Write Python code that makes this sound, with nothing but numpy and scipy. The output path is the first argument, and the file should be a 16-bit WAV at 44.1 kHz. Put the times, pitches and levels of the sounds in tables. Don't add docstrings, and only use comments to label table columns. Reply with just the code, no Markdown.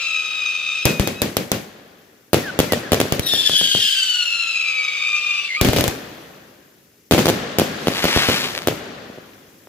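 import sys
import numpy as np
from scipy import signal
from scipy.io import wavfile

SR = 44100
rng = np.random.default_rng(int(sys.argv[2]) if len(sys.argv) > 2 else 0)


def persist_wave(psi):
    counts = np.round(np.clip(psi, -1, 1) * 32767).astype(np.int16)
    wavfile.write(sys.argv[1], SR, np.atleast_2d(counts).T)


def gain_from_db(level_db):
    decades = np.asarray(level_db, float) / 20
    return 10 ** decades


N = 426888
T = np.arange(N) / SR
GROUND_S = 0.0117
WALL_S = 0.04

# start in seconds, then peak, thump, crack and
# echoes in dB.
SHELL_LIFTS = [(0.8542, -6.5, 12.5, 14, 10), (0.9969, -8, 14, 2.5, 5), (1.0743, -8.5, -6, 7.5, 2.5),
               (1.2185, -6.5, -1, 10, 4.5), (1.3685, -3.5, -11, 6, -1), (1.517, -4.5, -5.5, 8.5, 1.5)]
ROCKET_LIFTS = [(3.1232, -5.5, 7.5, 5.5, 1), (3.1949, -14, 16, 12, 0), (3.3366, -10, -21, 5.5, -2),
                (3.4957, -12, -9, 5.5, -3), (3.6131, -13.5, -7, 1.5, -2.5), (3.7496, -10.5, 2, -7.5, -3)]
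SALVO_LIFTS = [(5.6125, -4, 8, 10.5, 5.5), (5.6481, -6.5, 4.5, 4, 7.5), (5.6866, -8, 12, 3, 4),
               (5.733, -5.5, -6, -2, 2), (5.763, -7, -5, 1, 8.5), (5.7855, -6.5, 1.5, 1, 2),
               (5.796, -14, -1, -8, -5), (5.8089, -9.5, 3, 9, -7), (5.8403, -7.5, -7, 7.5, 3.5),
               (5.8794, -11, 8, 12.5, 4)]
# start in seconds, then peak, thump, crack and
# echoes in dB.
FIRST_BURSTS = [(2.3322, 1, -10, 1.5, 1), (2.59, -1.5, 0.5, 4, 2.5), (2.7224, -3, -18, 2, 0.5),
                (2.9196, -3, 3, 1.5, 3), (2.933, -4.5, -14, 2, -17.5), (3.002, -2.5, -19, 3, 0)]
SALVO_BURSTS = [(7.1111, 0.5, -15, -1, 2.5), (7.1359, -4, 9, -7.5, 3.5), (7.18, -3, -13, -11, 4.5),
                (7.257, -3.5, -14, 2, -2.5), (7.2818, -4.5, -14, -6, -2.5), (7.2878, -3, -20, 1, -1)]
LAST_BURSTS = [(7.5855, -2.5, -5, 5, 3.5), (7.8713, -2.5, -22, -20, -3), (8.042, -3.5, -7, -1.5, -1),
               (8.1624, -6.5, 8, -3, -0.5), (8.287, -6.5, 7, -1, 4), (8.673, -2.5, -34, -0.5, -1.5)]
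# time in seconds, strong partial in Hz, level in dB.
ALOFT_C = [(0, 2713, -25.5), (.35, 2573, -32), (.55, 2695, -37.5), (.84, 2675, -41.5)]
ROCKET_B = [(3.26, 3640, -24.5), (3.45, 3490, -19), (3.65, 3222, -19.5), (3.8, 3200, -18.5),
            (4.0, 2990, -30), (4.601, 2611, -33), (4.95, 2494, -30.5), (5.25, 2698, -29),
            (5.6, 2964, -40.5)]


def at_hz(points, hz):
    table_hz, values = np.array(points).T
    return np.interp(np.log(hz), np.log(table_hz), values)


def drift(hz, size):
    r = np.exp(-2 * np.pi * hz / SR)
    slow = signal.lfilter([1], [1, -2 * r, r * r], rng.standard_normal(size + 4000))[4000:]
    return slow / np.std(slow)


def cut(x, hz, kind, order=2):
    return signal.sosfilt(signal.butter(order, hz, kind, fs=SR, output="sos"), x)


def clicks(times, gains):
    out = np.full(N, 1e-18)
    np.add.at(out, np.minimum((np.asarray(times) * SR).astype(int), N - 1), gains)
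    return out


def fade(train, t60):
    return signal.lfilter([1], [1, -gain_from_db(-60 / (t60 * SR))], train)


def ground_echo(x, db):
    return x + gain_from_db(db) * np.roll(x, int(GROUND_S * SR))


def shock(train, hz, depth):
    u = np.arange(200) / SR * hz
    spike = 1.05 * np.exp(-u / 0.11)
    suction = depth * np.sin(np.pi * np.minimum(u / 0.85, 1)) ** 2
    return signal.oaconvolve(train, spike - suction)[:N]


def night_hiss():
    smoulder_db = 4.5 * np.clip((T - 8.9) / 0.4, 0, 1)
    power = gain_from_db(2 * (-61 + smoulder_db))
    since = T - SALVO_LIFTS[0][0]
    comets_db = -43.5 - 20 * np.abs(since)
    return power + (since > 0) * gain_from_db(2 * comets_db)


def whistle(hz, db, fresh, odd_db, left_db):
    partials_db = [-13.5, -1.5, -4, -18, -13, -25, -28, -38.5, -36.5, -49.5, -45, -47]
    n = len(hz)
    tone = np.zeros(n)
    scream_db = 3.4 * fresh
    tatters = drift(35, n) - 0.3
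    wild = 1 + 0.15 * scream_db + 0.9 * np.clip((hz - 2700) / 900, 0, 1)
    waver = wild * (0.0033 * drift(90, n) + 0.003 * drift(14, n))
    phase = 2 * np.pi * np.cumsum(hz / 2 * (1 + waver)) / SR
    for k, partial_db in enumerate(partials_db, 1):
        level_db = partial_db + odd_db * (k % 2) * (1 - 0.66 * fresh)
        level_db = level_db + scream_db * min(max(k - 3, 0), 5)
        if k > 3:
            level_db = level_db + 5 * fresh * np.roll(tatters, 3000 * k)
        audible = hz * k / 2 < 15500
        tone += audible * gain_from_db(level_db) * np.sin(k * phase + rng.uniform(0, 6.2))
    tone *= gain_from_db(db + 4.05 * drift(74, n))
    tone = ground_echo(tone, -5)
    carrier = np.sin(2.25 * phase) + gain_from_db(odd_db - 4) * np.sin(1.1 * phase)
    skirt = gain_from_db(db - 13) * np.array([drift(380, n), drift(380, n)]) * carrier
    pair = np.array([tone, np.roll(tone, rng.integers(1, 5))])
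    return 1.135 * (pair + skirt) * gain_from_db([[left_db / 2], [-left_db / 2]])


def whistles():
    # time in seconds, strong partial in Hz, level in dB.
    aloft_a = [(0, 2632, -30), (.3, 2525, -26), (.65, 2443, -26.5), (.87, 2484, -30.5), (1.0, 2486, -37),
               (1.19, 2560, -41), (1.27, 2650, -47)]
    aloft_b = [(0, 2440, -24), (.3, 2472, -29.5), (.5, 2555, -30.5), (.72, 2583, -26.5), (.84, 2604, -23.5),
               (.96, 2630, -31)]
    # time in seconds, strong partial in Hz, level in dB.
    rocket_a = [(3.22, 3480, -23), (3.55, 3100, -24), (3.85, 2820, -28), (4.05, 2715, -28),
                (4.45, 2600, -26), (4.72, 2330, -25), (5.0, 2270, -26), (5.2, 2400, -34)]
    rocket_c = [(3.56, 3430, -20), (3.75, 3146, -24.5), (4.0, 3094, -23.5), (4.3, 2816, -24.5),
                (4.8, 2426, -27.5), (5.15, 2433, -22), (5.33, 2473, -22), (5.52, 2780, -29.5)]
    rocket_d = [(3.77, 3400, -25), (4.05, 3050, -24), (4.3, 2810, -23), (4.45, 2710, -26), (4.7, 2610, -28),
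                (5.0, 2450, -26), (5.3, 2410, -26), (5.5, 2330, -27)]
    last_gasp = [(5.44, 2434, -38), (5.47, 2370, -27), (5.51, 2062, -23), (5.55, 2110, -19),
                 (5.58, 2484, -21), (5.61, 2320, -7.5)]
    # course, lit in earshot 0-1, odd partials in dB, left over right in dB.
    tubes = [(aloft_a, 0, -3.5, 3.9), (aloft_b, 0, -11, 2.2), (ALOFT_C, 0, -8, 6.1),
             (rocket_a, 1, -15, 4), (ROCKET_B, 0.3, -13.5, 6.3), (rocket_c, 0.15, -15, 2.7),
             (rocket_d, 0.96, -3.3, 2.8), (last_gasp, 0, -25, 1.5)]
    out = np.zeros((2, N))
    for course, lit, odd_db, left_db in tubes:
        a, b = int(course[0][0] * SR), int(course[-1][0] * SR)
        s, course_hz, course_db = np.transpose(course)
        age = T[a:b] - s[0]
        catch = lit * np.exp(-age / 0.035)
        sway_hz = lit * 200 * np.exp(-age / 0.22) * np.sin(2 * np.pi * 16.5 * age)
        burnout_db = -15 * np.maximum(1 - age[::-1] / 0.052, 0)
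        hz = np.interp(T[a:b], s, course_hz) + 800 * catch - sway_hz
        db = np.interp(T[a:b], s, course_db) - 10 * catch + burnout_db
        fresh = (lit > 0) * np.exp(-age / 0.33)
        out[:, a:b] += whistle(hz, db, fresh, odd_db, left_db)
    return out


def jets():
    lights_s, swell_s, roar_db, cruise_db = 0.046, 0.15, -40.5, -49.5
    power = np.zeros(N)
    for course in (ALOFT_C, ROCKET_B):
        power += gain_from_db(2 * cruise_db) * (T >= course[0][0]) * (T < course[-1][0])
    for s, *_ in ROCKET_LIFTS[1:]:
        age = np.maximum(T - s - lights_s, 0) / swell_s
        power += gain_from_db(2 * roar_db) * (age * np.exp(1 - age)) ** 2
    return power


def shots():
    s, peak, thump, crack = np.array(SHELL_LIFTS + ROCKET_LIFTS + SALVO_LIFTS).T[:4]
    bs, bpeak, bthump, bcrack = np.array(FIRST_BURSTS + SALVO_BURSTS + LAST_BURSTS).T[:4]
    lifts = clicks(s, gain_from_db(peak + 2.5))
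    bursts = clicks(bs, gain_from_db(bpeak + 2.5)) + clicks(bs + GROUND_S, gain_from_db(bpeak + 3))
    fronts = shock(lifts, hz=460, depth=0.7) + shock(bursts, hz=440, depth=0.85)
    fronts = cut(fronts, 170, "high", order=1)
    snap = np.cos(2 * np.pi * 3000 * T[:150]) * np.exp(-T[:150] / 0.0005)
    fronts += gain_from_db(-8) * signal.oaconvolve(lifts + bursts, snap)[:N]
    fronts += gain_from_db(-14) * np.roll(cut(fronts, 1520, "low"), int(WALL_S * SR))
    fronts += far_pops()

    t = np.arange(2200) / SR
    push = np.sin(2 * np.pi * 95 * (t - 0.0016)) * np.exp(-t / 0.0034) * (1 - np.exp(-t / 0.00079))
    swing = np.sin(2 * np.pi * 85 * t) * np.exp(-t / 0.003)
    times, push_db = np.r_[s, bs], np.r_[peak + thump, bpeak + bthump]
    fronts += signal.oaconvolve(clicks(times, gain_from_db(push_db - 6)), push)[:N]
    tilt = clicks(times, gain_from_db(push_db - 5.5) * rng.choice([-1, 1], len(times)))

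    strikes = clicks(times, gain_from_db(np.r_[peak + crack, bpeak + bcrack]))
    strikes += clicks(bs + GROUND_S, gain_from_db(bpeak + bcrack - 5))
    gate = gain_from_db(-6) * fade(strikes, 0.006) + gain_from_db(-19) * fade(strikes, 0.035)
    noise = cut(rng.standard_normal((2, N)), 1000, "high", order=1)
    ragged = noise * gate * gain_from_db([[1.5], [-2.5]])
    left = fronts + signal.oaconvolve(tilt, swing)[:N]
    right = np.roll(fronts, 4)
    return np.array([left, right]) + ragged


def surroundings():
    # frequency in Hz, level in dB per Hz.
    near_colour = [(18, -52), (30, -44), (111, -2.5), (208, -1.5), (479, -6.5), (561, -7), (691, -14),
                   (1080, -20), (2300, -16), (2550, -15.5), (2990, -17), (4090, -20), (8280, -26),
                   (12300, -33), (15500, -24.5)]
    far_colour = [(18, -48), (30, -22), (77, -7), (237, 0.5), (332, -2), (505, -1), (945, -10),
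                  (1820, -7.5), (2180, -12.5), (2690, -10), (8280, -23), (13300, -30.5), (15500, -43)]
    jet_colour = [(120, -76.5), (300, -53), (600, -25), (900, -50), (1500, -22.5), (2200, -20.5),
                  (3300, -6), (4500, -11.5), (6000, -25), (8500, -13), (11000, -34.5), (15500, -24)]
    hiss_colour = [(18, -58), (30, -35.5), (75, -9), (197, -6.5), (237, -7.5), (292, -5.5), (432, -6.5),
                   (479, -13.5), (970, -36), (1510, -18), (5040, -24), (6540, -12.5), (8500, -29),
                   (10500, -21.5), (15500, -18.5)]
    # frequency in Hz, time to fall 60 dB in seconds.
    near_t60 = [(40, 0.17), (200, 0.34), (700, 0.38), (3000, 0.32), (12000, 0.46)]
    far_t60 = [(40, 0.8), (250, 1.26), (1000, 1.44), (4000, 1.17), (12000, 0.1)]
    # frequency in Hz, left-right likeness from 0 to 1.
    likeness = [(40, 0.83), (150, 1), (400, 0.68), (1000, 0.06), (3000, 0.19), (12000, 0.017)]
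    # frequency in Hz, left over right in dB.
    left_over_right = [(40, 1), (300, 0.9), (1500, 5), (4000, 1.5), (8000, 5), (13000, 0.5)]
    # volley, far over near echoes in dB.
    far_answer = [(SHELL_LIFTS, -6), (ROCKET_LIFTS, -18.5), (SALVO_LIFTS, -4.5),
                  (FIRST_BURSTS, 0.89), (SALVO_BURSTS, 3.1), (LAST_BURSTS, 5.3)]
    blasts = np.array([(*row, row[4] + far_db) for volley, far_db in far_answer for row in volley])
    s, peak, _, _, near_db, far_db = blasts.T
    near = clicks(s + 0.003, gain_from_db(2 * (peak + near_db)))
    near += gain_from_db(-28) * np.roll(near, int(WALL_S * SR))
    far = clicks(s + 0.017, gain_from_db(2 * (peak + far_db)))

    step = 32
    near, far = [np.add.reduceat(v, np.arange(0, N, step)) for v in (near, far)]
    slow = T[::step]
    jet, hiss = jets()[::step], night_hiss()[::step]
    smear = gain_from_db(2 * stars()[1])[::step]
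    climb = np.maximum(jet * gain_from_db(77), 0.05)

    def die(v, t60):
        return signal.lfilter([1], [1, -gain_from_db(-120 * step / SR / t60)], v)

    def rise(v, seconds):
        share = step / SR / seconds
        return signal.lfilter([share], [1, share - 1], v)

    out, white = np.zeros((2, N)), rng.standard_normal((2, 2, N))
    edges = np.geomspace(30, 15900, 22)
    for k, (low, high) in enumerate(zip(edges, edges[1:])):
        hz = np.sqrt(low * high)
        near_tail = rise(die(near, at_hz(near_t60, hz)), 0.00058 + 0.81 / hz)
        far_tail = rise(die(far, at_hz(far_t60, hz)), 0.13)
        roar = jet * climb ** (0.42 * np.log2(hz / 4000))
        power = gain_from_db(2 * (at_hz(near_colour, hz) + 3)) * near_tail
        power += gain_from_db(2 * (at_hz(far_colour, hz) - 15.5)) * far_tail
        power += gain_from_db(2 * (at_hz(jet_colour, hz) + 31.5)) * roar
        power += gain_from_db(2 * (1.5 - 3.5 * abs(np.log2(hz / 3400)))) * smear
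        power += gain_from_db(2 * (at_hz(hiss_colour, hz) + 26)) * hiss
        lumps = gain_from_db(1.3 * drift(2500, len(slow)))
        envelope = np.interp(T, slow, np.sqrt(power) * lumps)
        mid, side = cut(white[k % 2], [low, high], "band")
        alike = np.clip(at_hz(likeness, hz), 0, 1)
        pair = np.sqrt((1 + alike) / 2) * mid + np.sqrt((1 - alike) / 2) * side * [[1], [-1]]
        left_db = at_hz(left_over_right, hz) / 2
        out += envelope * pair * gain_from_db([[left_db], [-left_db]])
    return out


def far_pops():
    # start in seconds, peak in dB, low-pass cut in Hz.
    pops = [(1.776, -36, 3000), (1.798, -29, 3000), (7.617, 2, 705), (9.099, -19, 600), (9.176, -22, 700),
            (9.184, -18, 700), (9.672, -25, 3000)]
    out = np.zeros(N)
    size = 900
    blast = shock(np.eye(1, size)[0], hz=415, depth=0.72)[:size]
    for at, db, cut_hz in pops:
        i = int(at * SR)
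        dull = cut(cut(blast, cut_hz, "low"), cut_hz / 5, "high")
        out[i:i + size] += gain_from_db(db) * dull[:N - i]
    return out


def fragments():
    # start and end in seconds, start and end pitch
    # in Hz, level in dB.
    spins = [(2.43, 2.508, 1950, 1455, -18), (2.693, 2.749, 2110, 1840, -19),
             (2.828, 2.88, 1950, 1610, -26), (5.566, 5.606, 1243, 1213, -19)]
    out = np.zeros(N)
    for start, end, hz0, hz1, db in spins:
        a, b = int(start * SR), int(end * SR)
        u = np.linspace(0, 1, b - a)
        phase = 2 * np.pi * np.cumsum(hz1 + (hz0 - hz1) * (1 - u) ** 1.2) / SR
        tone = np.sin(phase) + 0.11 * np.sin(2 * phase) + 0.05 * np.sin(3 * phase)
        out[a:b] += gain_from_db(db - 10 * (1.5 - u)) * np.minimum(1, 30 * (1 - u)) * tone
    return out


def stars():
    away = np.abs(T - 8.219)
    lit = (T > 7.62) & (T < 8.67)
    rate = lit * (130 + 2400 * np.exp(-0.5 * (away / 0.16) ** 2))
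    return rate, np.where(lit, -25.5 - 124 * away ** 2.48, -120.0)


def crackle():
    # start in seconds, peak in dB.
    last_pops = [(8.5241, -29), (8.5508, 0.5), (8.5615, -19), (8.576, -17), (8.5777, 3.5), (8.5835, -12),
                 (8.62, -5)]
    rate, level_db = stars()
    born = rng.random(N) < rate / SR
    sizes = gain_from_db(3.43 * np.minimum(rng.exponential(1, N), 4))
    last_s, last_db = np.array(last_pops).T
    pops = born * sizes * gain_from_db(level_db + 14.5) + clicks(last_s, gain_from_db(last_db))
    pops = ground_echo(pops, -5.5)
    pops = cut(pops, 3600, "low", order=1)
    side_db = rng.uniform(-3, 3, N) + 1.5
    left = shock(pops * gain_from_db(side_db), hz=3360, depth=0.49)
    right = shock(pops * gain_from_db(-side_db), hz=3200, depth=0.44)
    return np.array([left, np.roll(right, 5)])


def scene():
    return whistles() + shots() + surroundings() + fragments() + crackle()


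def roll_off(x):
    return signal.sosfilt(signal.butter(12, 16500, fs=SR, output="sos"), x)


def record(dry):
    band_limit = signal.cheby2(10, 50, 16300, fs=SR, output="sos")
    x = signal.sosfilt(band_limit, cut(dry, 35, "high"))
    x = x - 0.56 * cut(x, [7800, 9600], "band", order=1)
    x = x / (1 + np.abs(x / 0.99) ** 6) ** (1 / 6)
    return roll_off(x)


dry = scene()
out = record(dry)
persist_wave(out)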